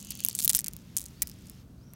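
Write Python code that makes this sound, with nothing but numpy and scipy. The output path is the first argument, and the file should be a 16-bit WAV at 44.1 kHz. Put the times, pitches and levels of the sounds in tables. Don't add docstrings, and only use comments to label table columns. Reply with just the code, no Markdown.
import sys
import numpy as np
from scipy import signal
from scipy.fft import rfft, irfft
from scipy.io import wavfile
from scipy.ndimage import uniform_filter1d

SR = 44100
rng = np.random.default_rng(int(sys.argv[2]) if len(sys.argv) > 2 else 0)


def dump_mix(stems):
    frames = np.atleast_2d(stems).T
    limited = np.clip(frames, -1, 1)
    pcm = np.round(limited * 32767).astype(np.int16)
    wavfile.write(sys.argv[1], SR, pcm)


N = 85995
CONTACT_SAMPLES, TOP_HZ = 2048, 16400
TIME, CONTACT_TIME = np.arange(N) / SR, np.arange(CONTACT_SAMPLES) / SR


def undb(db):
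    return 10 ** (np.asarray(db) / 20)


def unit_energy(x):
    return x / np.sqrt(np.sum(x ** 2))


def envelope(rows):
    return undb(np.interp(TIME, *np.array(rows).T))


def colour(x, spectrum):
    hz, db = np.array(spectrum).T
    f = np.maximum(np.fft.rfftfreq(len(x), 1 / SR), 1)
    gain = undb(np.interp(np.log(f), np.log(hz), db))
    shaped = irfft(rfft(x) * gain, len(x))
    return shaped / np.std(shaped)


def noise(spectrum, samples=N):
    return colour(rng.standard_normal(samples), spectrum)


def pulse(gain):
    cepstrum = irfft(np.log(gain + 1e-5))
    cepstrum[1:CONTACT_SAMPLES // 2] *= 2
    cepstrum[CONTACT_SAMPLES // 2 + 1:] = 0
    return unit_energy(irfft(np.exp(rfft(cepstrum))))


def decay(t60_s):
    return np.exp(-np.log(1000) * CONTACT_TIME / t60_s)


def damped_sine(hz, t60_s):
    return np.sin(2 * np.pi * hz * CONTACT_TIME) * decay(t60_s)


def wander(per_s):
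    width = max(int(SR / per_s), 1)
    smooth = uniform_filter1d(uniform_filter1d(rng.standard_normal(N), width), width)
    return smooth / np.std(smooth)


def add(out, start_s, x):
    i = int(np.clip(start_s * SR, 0, N - 1))
    out[i:i + len(x)] += x[:N - i]


# f/Hz, relative level/dB
SURF_SPECTRUM = [(20, -31), (55, -1.5), (100, -1.5), (195, -3.5), (250, -4.5), (310, -10.5), (400, -16.5),
                 (520, -20), (800, -26.5), (1400, -29), (2200, -47), (5000, -68)]

def surf():
    return noise(SURF_SPECTRUM) * undb(-52.5)


# f/Hz, relative level/dB
WIND_SPECTRUM = [(20, -25), (55, 11.5), (85, 8), (135, 3.5), (250, -27)]
# t/s, level/dB
WIND_GUST = [(0, -65), (.65, -59.5), (1.12, -52), (1.45, -55), (1.7, -59.5), (1.95, -59.5)]

def wind():
    return noise(WIND_SPECTRUM) * envelope(WIND_GUST)


# f/Hz, relative level/dB
HISS_SPECTRUM = [(300, -14.5), (1200, 4.5), (3000, 9), (6500, 6.5), (8000, -5), (9800, -5), (10400, -16),
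                 (11300, 0), (15600, -7), (16000, -29.5)]
# t/s, level/dB
HISS_ENVELOPE = [(0, -65), (.7, -65), (1.2, -64), (1.61, -64.5), (1.65, -75), (1.95, -73)]

def hiss():
    return noise(HISS_SPECTRUM) * envelope(HISS_ENVELOPE)


ENGINE_HARMONICS = [-55, -62, -54, -55.5, -65]

def engine_hum(beat_hz=21.94, fade_db_per_s=2.5, swell_db=2.25):
    out = np.zeros(N)
    for harmonic, db in enumerate(ENGINE_HARMONICS, 6):
        gain = undb(db - fade_db_per_s * TIME + swell_db * wander(per_s=4.7))
        out += gain * np.sin(2 * np.pi * (harmonic * beat_hz * TIME + rng.random()))
    return out


# t/s, level/dB
GRIT_ENVELOPE = [(0, -51.5), (.2, -66), (.33, -52.5), (.40, -51), (.42, -35.5), (.455, -48), (.47, -62),
                 (.5, -36.5), (.52, -63), (.56, -66), (.62, -67.5), (.67, -74), (.71, -63), (.94, -77),
                 (.98, -54.5), (1.06, -49), (1.12, -76), (1.24, -78), (1.29, -55), (1.36, -69.5),
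                 (1.47, -64), (1.55, -70), (1.95, -103)]
# f/Hz, relative level/dB
GRIT_SPECTRUM = [(500, -39.5), (1800, -28), (3700, -4.5), (7000, 4), (12000, -2), (15500, -7), (16500, -19)]
RUBBING_BANDS_HZ = np.linspace(500, 17000, 24)

def grit(shells=10, ticks_per_s=1000, spread_db=11, uneven_db=3):
    out = np.zeros(N)
    shared_db = np.interp(RUBBING_BANDS_HZ, *np.array(GRIT_SPECTRUM).T)
    for own_db in uneven_db * rng.standard_normal((shells, len(RUBBING_BANDS_HZ))):
        sizes = undb(spread_db * np.minimum(rng.exponential(size=N), 3))
        signs = np.sign(rng.standard_normal(N))
        catches = rng.random(N) < ticks_per_s / shells / SR
        out += colour(sizes * signs * catches, np.c_[RUBBING_BANDS_HZ, shared_db + own_db])
    return out / np.std(out) * envelope(GRIT_ENVELOPE)


# t/s, level/dB
SLIDE_ENVELOPE = [(0, -59.5), (.12, -52), (.175, -54), (.22, -51), (.33, -55.5), (.43, -74.5), (.52, -81.5),
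                  (.7, -97)]
# f/Hz, relative level/dB
SLIDE_SPECTRUM = [(1000, -41), (2100, -20), (3000, 0.5), (3900, -14.5), (4500, -1.5), (5100, -20),
                  (6400, -1.5), (7800, -16), (15000, -21), (16500, -35)]

def palm_slide(flicker_db=3.5):
    rasp = np.zeros(N)
    for hz in RUBBING_BANDS_HZ:
        band = noise([(hz / 2, -40), (hz, 0), (hz * 2, -40)])
        rasp += band * undb(flicker_db * wander(per_s=200))
    return colour(rasp, SLIDE_SPECTRUM) * envelope(SLIDE_ENVELOPE)


def palm_clinks(count=36, until_s=0.43, low_hz=2940, high_hz=7900, max_over_slide_db=11.5):
    out, slide_gain = np.zeros(N), envelope(SLIDE_ENVELOPE)
    for when, pitch, size in rng.random((count, 3)):
        start_s = when * until_s
        hz = low_hz + pitch * (high_hz - low_hz)
        peak = size * undb(max_over_slide_db) * slide_gain[int(start_s * SR)]
        add(out, start_s, peak * damped_sine(hz, t60_s=0.008))
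    return out


# t/s, energy level/dB, centre f/Hz, sharpness Q
SHELL_CONTACTS = [ (0.0484, -20.5, 8900, 2.44), (0.0707, -24, 6100, 1.2), (0.1063, -9.5, 11100, 0.76),
                  (0.1096, -12.5, 6400, 3.2), (0.1150, -23.5, 5770, 2), (0.1198, -18.5, 3500, 2),
                  (0.122, -20, 9500, 1.37), (0.1532, -17.5, 10600, 0.68), (0.1744, -23, 9900, 1.2),
                  (0.1958, -22, 4270, 3.4), (0.2766, -22, 9000, 1.46), (.312, -18, 4460, 1.9),
                  (0.1914, -21.5, 6000, 0.82), (.2046, -12.5, 7500, 0.92), (0.2383, -16, 7000, 0.93),
                  (.2490, 4.5, 12300, 2.7), (.2536, -11, 12000, 0.72), (0.2638, -12, 12900, 2.6),
                  (0.2862, 0, 11800, 1.7), (0.297, -14, 9300, 1.2), (0.3014, -19, 6960, 2.3),
                  (0.3297, -20, 8500, 1.5), (0.351, -6.5, 8300, 4.1), (0.353, -8, 12000, 3.8),
                  (0.358, -13.5, 10400, 1.3), (0.3652, -20, 8600, 2.4), (0.3814, -18, 8800, 3),
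                  (0.3897, -2.5, 7540, 1.8), (.3930, -12, 11500, 1.8), (0.3973, -8.5, 9000, 2.1),
                  (0.401, -8.5, 6700, 3.8), (0.4046, -6.5, 11500, 1.8), (0.413, -18, 8600, 1.83),
                  (0.423, -17, 9460, 1.4), (0.4253, -12, 9000, 0.77), (0.43, -11.5, 10300, 1.4),
                  (0.4384, -9.5, 10700, 2.3), (0.4405, -13, 10400, 1.1), (0.4473, 4, 13800, 2.2),
                  (0.4502, 1.5, 13900, 6.3), (0.4538, -5.5, 12200, 1.95), (0.4576, -9, 8000, 1.4),
                  (.4600, -16, 11500, 3), (0.4786, 1, 8700, 0.69), (0.4783, 1, 12000, 1.6),
                  (0.4951, 5.5, 9400, 3.7), (0.4972, -3, 7360, 2.7), (0.5007, -13, 7000, 2),
                  (0.4978, -11.5, 8700, 1.1), (0.5011, 2, 8500, 0.91), (0.5043, -10, 7100, .9),
                  (0.506, -5.5, 8800, 0.57), (0.5125, -12, 10000, 0.78), (.5260, -20, 7200, 3.3),
                  (0.5328, -4, 9900, 1.28), (0.5429, -16.5, 8900, 0.37), (0.5496, 4, 7500, 1.2),
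                  (0.5521, 1, 11600, 3.9), (0.554, -4, 11500, 4.1), (.5580, -4, 10000, 0.82),
                  (0.562, -7, 12300, 1.93), (0.563, -3, 12600, 4.2), (0.5673, -4.5, 13300, 3),
                  (0.5689, -4, 12600, 1.7), (0.5741, -11, 8950, 0.82), (0.5821, -14, 5380, 5.2),
                  (.5900, -2.5, 9800, 1.6), (0.5925, -4, 8100, 3.1), (0.5986, -9, 7800, 3.5),
                  (0.6073, -13, 10800, 0.75), (0.6164, -23, 9000, 0.62), (0.6441, -8, 8050, 2),
                  (0.6475, -19, 9300, 1.1), (0.6627, -14, 7140, 0.49), (.6661, -20, 8200, 0.92),
                  (0.6693, -14, 7800, 1.3), (0.6828, -5, 9800, 1.2), (0.7352, -18.5, 10900, 0.79),
                  (0.7658, -18, 12030, 1.4), (0.9677, 0, 7960, 3.8), (0.9726, -4, 12200, 3.4),
                  (0.9738, -6, 8450, 5.5), (0.9828, -7, 7500, 9.9), (0.9867, -13, 8200, 2.1),
                  (0.988, -22, 8700, 1.8), (0.9964, -17, 9000, 0.77), (1.0066, -17.5, 8100, 1.97),
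                  (1.016, -15.5, 8460, 1.6), (1.0282, -25, 8300, 1.45), (1.0404, -20.5, 8700, 1.7),
                  (1.057, -22.5, 7100, 2.6), (1.2207, 1, 11500, 1.08), (1.2233, -1.5, 10500, 1.8),
                  (1.2262, -5, 12200, 1.1), (1.2284, -14, 12500, 2.2), (1.2306, -9, 13000, 1.15),
                  (1.2728, -15.5, 11000, 0.67), (1.28, -26.5, 10000, 1), (1.2977, -22, 10400, 0.63),
                  (1.3154, -26, 5860, 2.45), (1.4703, -31, 8000, 1.36), (1.4980, -19.5, 11340, 1.2),
                  (1.9359, -25, 12500, 3.5)]

def shell_clicks(uneven_db=3, bass_cut_hz=2400, ring_low_hz=2894, ring_db=-13.5):
    out = np.zeros(N)
    f = np.fft.rfftfreq(CONTACT_SAMPLES, 1 / SR) + 1
    bass_cut = f / np.hypot(f, bass_cut_hz)
    top_cut = 1 / np.hypot(1, (f / TOP_HZ) ** 16)
    for start_s, db, hz, q in SHELL_CONTACTS:
        body = bass_cut / np.hypot(1, q * (f / hz - hz / f))
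        ripple = np.interp(f, np.linspace(0, SR / 2, 30), rng.standard_normal(30))
        tick = pulse(body * undb(uneven_db * ripple) * top_cut)
        pitches, sizes = rng.random((2, 24))
        modes_hz = ring_low_hz + pitches * (TOP_HZ - ring_low_hz)
        weights = (2 * sizes - 1) * np.sqrt(np.interp(modes_hz, f, body))
        ring = unit_energy(weights @ damped_sine(modes_hz[:, None], t60_s=0.018))
        add(out, start_s, undb(db) * (tick + undb(ring_db) * ring))
    return out


# t/s, f/Hz, energy level/dB, T60/s
SHELL_TONES = [(.0703, 4900, -30, .012), (.1145, 4600, -22, .015), (.131, 3350, -30, 0.015),
               (.249, 2285, -24.5, 0.018), (.2634, 6300, -13, 0.0051), (.287, 850, -32, 0.023),
               (.297, 5950, -19, .009), (.3298, 5000, -26, 0.0077), (0.3891, 3660, -17.5, 0.0113),
               (0.3993, 4100, -14.5, .005), (0.4036, 4450, -16.5, 0.005), (0.478, 4070, -17.5, 0.02),
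               (0.4977, 1920, -19.5, .015), (0.4985, 543, -27, 0.034), (0.5005, 3600, -12, 0.016),
               (.5497, 1370, -24, 0.0057), (.590, 1880, -20, 0.01), (1.2207, 2290, -17, 0.028),
               (1.2207, 1960, -20.5, 0.049), (1.2207, 6430, -14, .012), (1.2232, 6520, -13, .009),
               (1.2232, 8400, -13, .006)]

def hollow_knocks():
    out = np.zeros(N)
    for start_s, hz, db, t60_s in SHELL_TONES:
        add(out, start_s, undb(db) * unit_energy(damped_sine(hz, t60_s)))
    return out


# t/s, energy level/dB
HEAP_LANDINGS = [(.249, -32), (0.2858, -32.5), (0.5, -28.5), (0.5499, -27), (.558, -31), (0.590, -31),
                 (.6441, -37), (.6680, -33), (0.682, -33.5), (0.9682, -28), (1.2205, -25), (1.935, -37)]
# f/Hz, relative level/dB
SAND_SPECTRUM = [(100, -13), (500, -5.5), (800, 2), (1400, -4), (2500, 1.5), (5000, -36), (12000, -41.5)]

def landings():
    out = np.zeros(N)
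    for start_s, db in HEAP_LANDINGS:
        puff = noise(SAND_SPECTRUM, CONTACT_SAMPLES) * decay(t60_s=0.077)
        add(out, start_s, undb(db) * unit_energy(puff))
    return out


def settling_thump(start_s=0.53, length_s=0.0698, hz=42.3, db=-46.5):
    t = TIME - start_s
    swell = np.sin(np.pi * np.clip(t / length_s, 0, 1)) ** 2
    return undb(db) * swell * np.sin(2 * np.pi * hz * t)


# t/s, length/s, level/dB, top f/Hz
FAR_WHISTLES = [(1.15, 0.19, -63, 5000), (1.415, 0.15, -63, 5350), (1.775, 0.25, -67.5, 5700)]

def whistles(low_hz=4300, rise_s=0.088, waver_hz=71, width_hz=560):
    out = np.zeros(N)
    for start_s, length_s, db, top_hz in FAR_WHISTLES:
        t = TIME - start_s
        rise = np.sin(np.pi / 2 * np.clip(t / rise_s, 0, 1)) ** 2
        hz = low_hz + (top_hz - low_hz) * rise + waver_hz * wander(per_s=70)
        swell = np.sqrt(np.abs(np.sin(np.pi * np.clip(t / length_s, 0, 1))))
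        flutter = wander(width_hz)
        out += undb(db) * flutter * swell * np.sin(2 * np.pi * np.cumsum(hz) / SR)
    return out


def scene():
    heap = shell_clicks() + hollow_knocks() + landings() + settling_thump() + grit()
    mix = heap + palm_slide() + surf() + hiss() + wind() + whistles() + palm_clinks() + engine_hum()
    return mix[None]


def record(dry):
    lowpass = signal.firwin(121, TOP_HZ, fs=SR, window=("kaiser", 7))
    return signal.fftconvolve(np.clip(dry, -1, 1), lowpass[None], mode="same")


dry = scene()
out = record(dry)
dump_mix(out)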